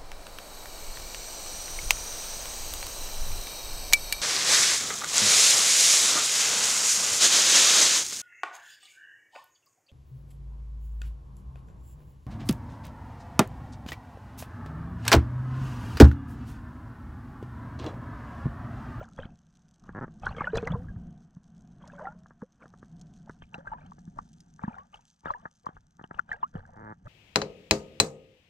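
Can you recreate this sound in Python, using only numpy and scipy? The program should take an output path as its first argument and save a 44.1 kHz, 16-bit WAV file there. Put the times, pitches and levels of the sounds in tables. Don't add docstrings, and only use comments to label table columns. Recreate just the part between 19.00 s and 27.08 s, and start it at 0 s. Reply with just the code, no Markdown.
import sys
import numpy as np
from scipy import signal
from scipy.fft import rfft, irfft, next_fast_len
from scipy.io import wavfile
from scipy.ndimage import uniform_filter1d

SR = 44100
rng = np.random.default_rng(int(sys.argv[2]) if len(sys.argv) > 2 else 0)


def store_wav(level_fs):
    pcm = np.round(np.clip(np.atleast_2d(level_fs), -1, 1) * 32767)
    wavfile.write(sys.argv[1], SR, pcm.T.astype(np.int16))


N = 356328
TIME = np.arange(N) / SR

# time_s, level_db
FLOW_LEVEL = [(0.0, -56.5), (0.34, -53.5), (0.38, -65.5), (0.8, -64.5), (0.84, -57), (1.6, -47),
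              (2.08, -46), (2.36, -63), (2.6, -54.5), (3.12, -53.5), (3.48, -69.5), (4.0, -49.5),
              (4.48, -60), (4.9, -53.5), (5.72, -62), (6.16, -77.5), (6.4, -62), (6.52, -76), (7.14, -65.5),
              (8.06, -62)]
# pitch_hz, nominal_width_hz, level_db
DRONE_MODES = [(168.5, 30, 7.5), (210.8, 16, 0.5), (710, 40, -14), (1540, 18, -24.5), (3100, 150, -40)]
# time_s, level_db
CRACKLE_LEVEL = [(0.0, -76.5), (0.29, -84), (1.06, -84.5), (1.35, -79), (2.2, -89), (3.02, -82),
                 (3.42, -88.5), (4.05, -81.5), (4.82, -86), (5.26, -78), (5.76, -84), (6.1, -76.5),
                 (6.25, -84), (7.02, -85.5), (7.36, -89.5), (8.08, -89.5)]
# start_s, level_db
CLOSE_SNAPS = [(1.256, -53.5), (1.555, -50), (1.5702, -42.5), (1.672, -51.5), (2.876, -57), (4.013, -55),
               (4.545, -60), (5.2894, -68.5), (5.4041, -56), (5.944, -67), (6.6584, -60), (7.192, -59.5),
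               (7.327, -59.5)]
# start_s, level_db, bass_re_wall_db
LINE_KNOCKS = [(0.188, -40, 3.5), (0.891, -44, 3.5), (1.079, -54.5, 11.5), (1.268, -30, -16.5),
               (1.384, -48, 3), (1.409, -34.5, 0.5), (1.557, -39, -10.5), (1.572, -41.5, 13.5),
               (1.627, -43.5, 6), (1.675, -34.5, -3.5), (2.995, -45, -13), (3.07, -46, -3),
               (3.259, -54.5, -24), (3.307, -54, -2), (3.419, -46, -15), (3.656, -51.5, 1.5),
               (3.738, -52.5, 1), (3.828, -51, 5.5), (4.295, -42.5, 3.5), (4.421, -49, -3),
               (4.544, -38, -9), (4.581, -55.5, 13.5), (4.671, -41.5, -23), (4.983, -57, 5),
               (5.593, -46.5, -30), (6.257, -32, -7.5), (6.269, -36.5, -8), (6.455, -34, -10.5),
               (6.668, -49, 7), (6.689, -44.5, 0.5), (6.767, -48, -23), (6.994, -46, -3.5),
               (7.012, -50.5, 4), (7.040, -43, -1), (7.110, -39.5, -2.5), (7.143, -49.5, -6),
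               (7.188, -41.5, -23), (7.553, -44, 10)]
# start_s, end_s, slips_per_s, first_slip_db, last_slip_db, bass_re_wall_db
LINE_CREAKS = [(0.949, .994, 103, -51, -47, 3.5), (1.010, 1.049, 126, -48.5, -46.5, 4),
               (3.62, 3.646, 290, -69, -87, 4), (7.765, 7.923, 107.6, -58.5, -50.5, 0.5)]
# pitch_hz, width_hz, level_db
WALL_MODES = [(463, 140, -12.5), (884, 190, -2.5), (1166, 520, 7), (1614, 110, -3)]
# start_s, length_s, mid_bubbles_db, small_bubbles_db, water_shove_db
AIR_BURSTS = [(0.0, 0.03, -45, -72, -55.5), (0.182, 0.074, -51, -70, -55), (0.843, .22, -60, -84, -62),
              (1.234, 0.083, -42.5, -67, -46.5), (1.371, 0.098, -39, -64, -53.5),
              (1.552, 0.028, -37, -54.5, -41.5), (1.668, 0.064, -40, -73, -47.5),
              (1.776, 0.14, -63, -104, -47), (1.983, .1, -76, -105, -57), (2.81, .15, -55, -78, -80),
              (2.99, 0.091, -46.5, -79.5, -71), (3.616, 0.014, -51, -75, -85),
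              (4.277, 0.015, -57, -95, -70), (4.421, 0.019, -69.5, -72.5, -59),
              (4.535, 0.064, -50.5, -81, -87), (4.66, 0.086, -49.5, -80.5, -60.5),
              (4.781, 0.1, -56.5, -78, -67.5), (5.168, 0.033, -54.5, -97, -56.5),
              (5.618, 0.18, -50, -76.5, -69), (5.942, 0.008, -49, -67, -66), (6.255, 0.06, -44, -69.5, -59),
              (6.402, 0.074, -59, -84, -81), (6.659, 0.025, -49, -77, -82.5),
              (6.754, 0.013, -75, -79.5, -58), (7.144, 0.036, -56, -73, -63),
              (7.292, 0.062, -48, -72.5, -64), (7.416, .02, -56.5, -77, -73),
              (7.549, 0.049, -48.5, -77.5, -52.5), (7.644, .24, -55.5, -100, -67.5),
              (8.06, 0.032, -49.5, -81, -51)]
# start_s, pitch_hz, level_db, t60_s, relative_rise_per_s
NEAR_BUBBLES = [(0.012, 565, -36, 0.027, 9.5), (0.189, 462, -35, .048, 15), (0.223, 3020, -52.5, .065, 5),
                (0.253, 168, -37, 0.0054, 0), (1.266, 1427, -24, 0.038, 10), (1.290, 4070, -54, 0.048, 6),
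                (1.383, 2196, -48.5, 0.29, -1), (1.406, 1070, -25.5, 0.039, 20.5),
                (1.443, 1760, -30, .021, -1), (1.471, 1418, -27, 0.069, 4), (1.532, 437, -26, 0.19, 1.5),
                (1.552, 3960, -46.5, .11, 1), (1.556, 1662, -32.5, .008, 23.5),
                (1.573, 390, -24.5, 0.0041, 13), (1.626, 429, -35, 0.16, 2.5),
                (1.673, 1987, -28.5, .023, 3.5), (1.701, 145.9, -28.5, 0.23, 7),
                (1.720, 3330, -44.5, .025, 5), (1.739, 111, -23.5, 0.042, 9.5),
                (1.747, 1074, -37, 0.056, -5.5), (1.752, 462, -39, 0.17, 1.5),
                (1.885, 1646, -50, 0.079, -1), (1.961, 111, -31.5, 0.071, -12),
                (2.366, 154, -40, 0.049, 10), (2.930, 565, -57, 0.98, 0.5), (3.007, 572, -43, 0.24, 6),
                (3.044, 741, -38.5, 0.16, 3.5), (3.070, 770, -35, 0.087, 3.5), (3.070, 1366, -37, .085, 1),
                (3.422, 215, -36, 0.04, -6.5), (3.429, 459, -39.5, 0.049, 7), (4.421, 3160, -53, 0.02, 0),
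                (4.542, 2670, -34.5, 0.016, 7), (4.543, 3890, -54.5, 0.049, 1.5),
                (4.585, 520, -44, 0.07, 4), (4.674, 1563, -35, 0.059, 1), (4.719, 874, -35, 0.15, 3.5),
                (4.734, 878, -27, 0.0068, 17), (4.919, 950, -39.5, .014, 34), (5.076, 170, -36.5, 0.036, 7),
                (5.188, 1050, -24, .0085, 23), (5.636, 996, -26.5, 0.008, 12),
                (5.638, 179, -27.5, 0.045, 10), (5.68, 927, -31.5, 0.017, 10),
                (5.678, 178, -27.5, 0.042, 18.5), (5.782, 1060, -41.5, .11, 2),
                (5.942, 2900, -43.5, 0.017, 6), (6.281, 1350, -39, 0.14, -2),
                (6.304, 1045, -21, 0.027, 3.5), (6.337, 1683, -34.5, 0.023, 4),
                (6.347, 933, -38.5, 0.11, 4), (6.666, 1070, -24.5, 0.021, -4.5),
                (7.040, 3020, -47, 0.013, -10), (7.193, 1475, -19.5, 0.016, -10.5),
                (7.316, 1677, -23.5, .025, 17), (7.33, 1616, -30.5, 0.054, 0),
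                (7.43, 974, -22, 0.057, 11.5), (7.436, 2800, -54, 0.024, 2), (7.554, 160, -33.5, 0.022, -4)]
# frequency_hz, density_db
EDDY_SPECTRUM = [(22, -1.5), (70, -1.5), (110, -3.5), (200, -19.5), (500, -42.5)]
CRACKLE_SPECTRUM = [(1500, -23.5), (2500, -9.5), (3200, -3), (4100, -5), (5000, -5), (6300, 5),
                    (6900, -5.5), (8100, -5.5), (8800, -14), (10000, -19.5), (11000, -24), (12700, -24),
                    (14000, -58.5)]
SNAP_SPECTRUM = [(2000, -8.5), (4000, 1.5), (6200, 8.5), (8200, -4.5), (9500, -8), (13000, -24.5),
                 (16000, -25)]
GURGLE_SPECTRUM = [(280, -22), (480, -4.5), (800, 1.5), (1600, 2), (1900, -6.5), (2400, -24), (3500, -43.5)]
FIZZ_SPECTRUM = [(1700, -9), (2200, 1.5), (3200, 2), (4100, -10), (5000, -9.5), (8300, -15.5), (10000, -28),
                 (14000, -33.5)]
# frequency_hz, lead_rad
LEFT_LEAD = [(30, .17), (200, 0.17), (380, 1.5), (650, 1.86), (900, 1), (1150, 4.44), (1350, 4.3),
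             (1700, 4.98), (2700, 4.95), (4000, 4.97), (6200, 5.4)]
# time_s, left_minus_right_db
MID_BALANCE = [(4.6, 1), (5.7, 2.5), (7.1, 2.5), (7.19, 9.5), (7.3, 0)]


def from_db(db):
    return 10 ** (np.asarray(db) / 20)


def rms_one(x):
    return x / np.sqrt(np.mean(x ** 2) + 1e-20)


def level(curve):
    return from_db(np.interp(TIME, *np.transpose(curve)))


def wander(spread_db, per_s):
    knots_s = np.arange(0, 9, 1 / per_s)
    return from_db(spread_db * np.interp(TIME, knots_s, rng.standard_normal(len(knots_s))))


def add(out, start_s, sound):
    i = int(np.clip(round(start_s * SR), 0, N - 1))
    out[..., i:i + sound.shape[-1]] += sound[..., :N - i]


def coloured(x, spectrum):
    size = 2 * next_fast_len(N // 2 + 4096)
    hz, db = np.transpose(spectrum)
    freq = np.maximum(np.arange(size // 2 + 1) * SR / size, 1)
    skirts = np.maximum(freq / hz[-1], 1) * np.maximum(hz[0] / freq, 1)
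    magnitude = from_db(np.interp(np.log(freq), np.log(hz), db)) / skirts
    cepstrum = irfft(np.log(magnitude))
    response = np.exp(rfft(2 * cepstrum[:size // 2], size))
    return rms_one(irfft(rfft(x, size) * response)[:N])


def resonate(x, hz, width_hz):
    r = np.exp(-np.pi * width_hz / SR)
    feedback = [1, -2 * r * np.cos(2 * np.pi * hz / SR), r * r]
    return signal.lfilter(np.array([1, 0, -1]) * (1 - r * r) / 2, feedback, x)


def lowpass(x, hz, order):
    return signal.sosfilt(signal.butter(order, hz, fs=SR, output="sos"), x)


def evened(x, window_s):
    window = int(window_s * SR)
    power = uniform_filter1d(uniform_filter1d(x * x, window), window)
    return x / np.sqrt(np.maximum(power, 0) + np.mean(x * x) / 100)


def with_flow(base_db, exponent, cruise_db=-59.5):
    return from_db(base_db) * (level(FLOW_LEVEL) / from_db(cruise_db)) ** exponent


def stream(surging, drone_db=1.5, surge_db=8.0):
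    turbulence = rng.standard_normal(N)
    drone = sum(from_db(db) * resonate(resonate(turbulence, hz, 2 * width), hz, 2 * width)
                for hz, width, db in DRONE_MODES)
    eddies = evened(coloured(rng.standard_normal(N), EDDY_SPECTRUM), window_s=0.065)
    lumps = rms_one(wander(spread_db=1, per_s=9))
    throbbing = rms_one(np.sqrt(lumps)) * evened(drone, window_s=0.2)
    return from_db(drone_db) * level(FLOW_LEVEL) * throbbing + from_db(surge_db) * surging * lumps * eddies


def crackle(gain_db=6.5, per_s=190, spread_db=5.2, click_s=.0005, hiss=.33, apart=0.084):
    clusters = wander(spread_db=5, per_s=25)
    sizes = from_db(spread_db * np.minimum(rng.exponential(1, N), 3.5)) * rng.choice([-1, 1], N)
    impulses = rms_one(sizes * (rng.random(N) < clusters * per_s / SR))
    energy = signal.lfilter([1], [1, -np.exp(-1 / (click_s * SR))], impulses ** 2 + 1e-18)
    clicks = rms_one(np.sqrt(energy) * rng.standard_normal(N))
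    shared = clicks + hiss * rng.standard_normal(N)
    sides = [coloured(shared + apart * rng.standard_normal(N), CRACKLE_SPECTRUM) for _ in range(2)]
    return from_db(gain_db) * level(CRACKLE_LEVEL) * np.array(sides)


def snaps(gain_db=3.5, decay_s=0.0041):
    out, t = np.zeros(N), np.arange(SR // 80) / SR
    for start_s, db in CLOSE_SNAPS:
        add(out, start_s, from_db(db) * rms_one(rng.standard_normal(len(t)) * np.exp(-t / decay_s)))
    out = coloured(out, SNAP_SPECTRUM)
    peak_rms = np.sqrt(uniform_filter1d(out * out, SR // 1000).max())
    return from_db(max(db for _, db in CLOSE_SNAPS) + gain_db) * out / peak_rms


def tug(rub=0.067, rub_s=0.0069):
    t = np.arange(SR // 16) / SR
    return signal.unit_impulse(len(t)) + rub * rng.standard_normal(len(t)) * np.exp(-t / rub_s)


def knock(force, db, bass_db, bass_delay_s=.0015, wall_top_hz=1810, leak_db=-36):
    modes = sum(from_db(mode_db) * resonate(force, hz, width) for hz, width, mode_db in WALL_MODES)
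    wall = lowpass(modes, wall_top_hz, order=12) + from_db(leak_db) * modes
    shove = signal.unit_impulse(len(force), int(bass_delay_s * SR))
    body = lowpass(resonate(shove, hz=152, width_hz=130), 640, order=2)
    gain = np.sqrt(SR / 100) * from_db(db)
    return gain * (wall / np.linalg.norm(wall) + from_db(bass_db) * body / np.linalg.norm(body))


def wind_up(out, end_s, db, offset_db=-18, length_s=.022, growth_s=0.0061):
    t = np.arange(SR // 16) / SR
    growth = np.exp(np.minimum(t - length_s, 0) / growth_s) * (t < length_s)
    force = rng.standard_normal(len(t)) * growth
    add(out, end_s - length_s, knock(force, db + offset_db, bass_db=-11))


def tow_line(knock_db=-1.5, creak_db=5.5, jitter=.03, variation=.2):
    out = np.zeros(N)
    for start_s, db, bass_db in LINE_KNOCKS:
        wind_up(out, start_s, db)
        add(out, start_s, knock(tug(), db + knock_db, bass_db))
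    for start_s, end_s, per_s, first_db, last_db, bass_db in LINE_CREAKS:
        slips = np.arange(start_s, end_s, 1 / per_s)
        force = tug(rub=.08)
        for due_s, db in zip(slips, np.linspace(first_db, last_db, len(slips))):
            slip_s = due_s + jitter * rng.standard_normal() / per_s
            add(out, slip_s, knock(force + variation * tug(), db + creak_db, bass_db))
    return out


def burst_envelope(levels_db, attack_db_per_s=897.5, release_db_per_s=504, wake_db=-6, wake_db_per_s=150):
    power = np.zeros(N)
    for (start_s, length_s, *_), db in zip(AIR_BURSTS, levels_db):
        before, after = np.maximum(start_s - TIME, 0), np.maximum(TIME - start_s - length_s, 0)
        fall_db = np.maximum(-release_db_per_s * after, wake_db - wake_db_per_s * after)
        shape_db = fall_db - attack_db_per_s * before
        heard = shape_db > -70
        power[heard] += from_db(db + shape_db[heard]) ** 2
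    return np.sqrt(power)


def bubble(hz, swell_s, t60_s, rise_per_s):
    t = np.arange(int((swell_s + t60_s * 1.2) * SR) + 2) / SR
    swell = np.minimum(t / max(swell_s, 1e-4), 1)
    decay = from_db(-60 * np.maximum(t - swell_s, 0) / t60_s)
    return swell * decay * np.sin(2 * np.pi * hz * (t + rise_per_s * t * t / 2))


def swarm(gain, spectrum, low_hz, high_hz, per_s, cycles, spread_db, rise_per_s, wash, calm_db):
    far = coloured(rng.standard_normal(N), spectrum)
    near = np.zeros(N)
    for when, pitch, strength, ring in rng.random((int(per_s * N / SR), 4)):
        hz = low_hz * (high_hz / low_hz) ** pitch
        t60_s = cycles / hz * 2 ** (2 * ring - 1)
        height = from_db(-spread_db * np.log(max(strength, .03)))
        add(near, when * N / SR, height * bubble(hz, 1 / hz, t60_s, rise_per_s))
    near = evened(coloured(near, spectrum), window_s=0.058)
    activity = gain ** 2 / (gain ** 2 + from_db(calm_db) ** 2)
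    return gain * (activity * near + wash * far)


def wobbled(sound, depth_db=3.0, per_s=170):
    wobbles = np.arange(len(sound)) / SR * per_s
    flex = np.interp(wobbles, np.arange(256), rng.standard_normal(256))
    return sound * from_db(depth_db * np.minimum(wobbles / 2, 1) * flex)


def single_bubbles(gain_db=4.5, jolt_db=-24, neck_db=-13, wall_corner_hz=120):
    out = np.zeros(N)
    for start_s, hz, db, t60_s, rise_per_s in NEAR_BUBBLES:
        swell_s = .0018 * np.sqrt(1000 / hz)
        add(out, start_s, from_db(db + gain_db) * wobbled(bubble(hz, swell_s, t60_s, rise_per_s)))
        wall_db = db - 20 * np.log10(1 + (wall_corner_hz / hz) ** 2)
        add(out, start_s, knock(tug(), wall_db + jolt_db, bass_db=-6))
        wind_up(out, start_s, wall_db + neck_db)
    return out


def two_sides(x, parting_s=4.38, fade_s=.003):
    freq = np.arange(N // 2 + 1) * SR / N
    lead_rad = np.interp(freq, *np.transpose(LEFT_LEAD))
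    balance_db = np.interp(TIME, *np.transpose(MID_BALANCE))
    mid_band = np.interp(freq, [300, 700, 1700, 3000], [0, 1, 1, 0])
    sides = []
    for sign, channel in zip((1, -1), x):
        shifted = rfft(channel) * np.exp(.5j * sign * lead_rad)
        mid_gain = from_db(sign * balance_db / 2)
        sides.append(irfft(shifted, N) + (mid_gain - 1) * irfft(shifted * mid_band, N))
    parted = np.clip((TIME - parting_s) / fade_s, 0, 1)
    return x + parted * (np.array(sides) - x)


def scene():
    _, _, gurgle_db, fizz_db, shove_db = np.transpose(AIR_BURSTS)
    gurgling = np.hypot(burst_envelope(gurgle_db), with_flow(base_db=-68.5, exponent=0.15))
    fizzing = np.hypot(burst_envelope(fizz_db), with_flow(base_db=-88.5, exponent=0.15))
    surging = np.hypot(burst_envelope(shove_db), with_flow(base_db=-73, exponent=0.82))
    gurgle = swarm(gurgling, GURGLE_SPECTRUM, low_hz=415.7, high_hz=1971, per_s=400, cycles=24,
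                   spread_db=6.5, rise_per_s=4.3, wash=0.34, calm_db=-63)
    fizz = swarm(fizzing, FIZZ_SPECTRUM, low_hz=2133, high_hz=4660, per_s=520, cycles=70,
                 spread_db=9.0, rise_per_s=1.5, wash=0.18, calm_db=-78.5)
    bubbles = single_bubbles() + from_db(-1.0) * gurgle + from_db(10.5) * fizz
    return two_sides(bubbles + tow_line() + stream(surging) + crackle() + snaps())


def record(dry):
    return signal.sosfilt(signal.cheby2(12, 70, 15800, fs=SR, output="sos"), dry)


dry = scene()
out = record(dry)
store_wav(out)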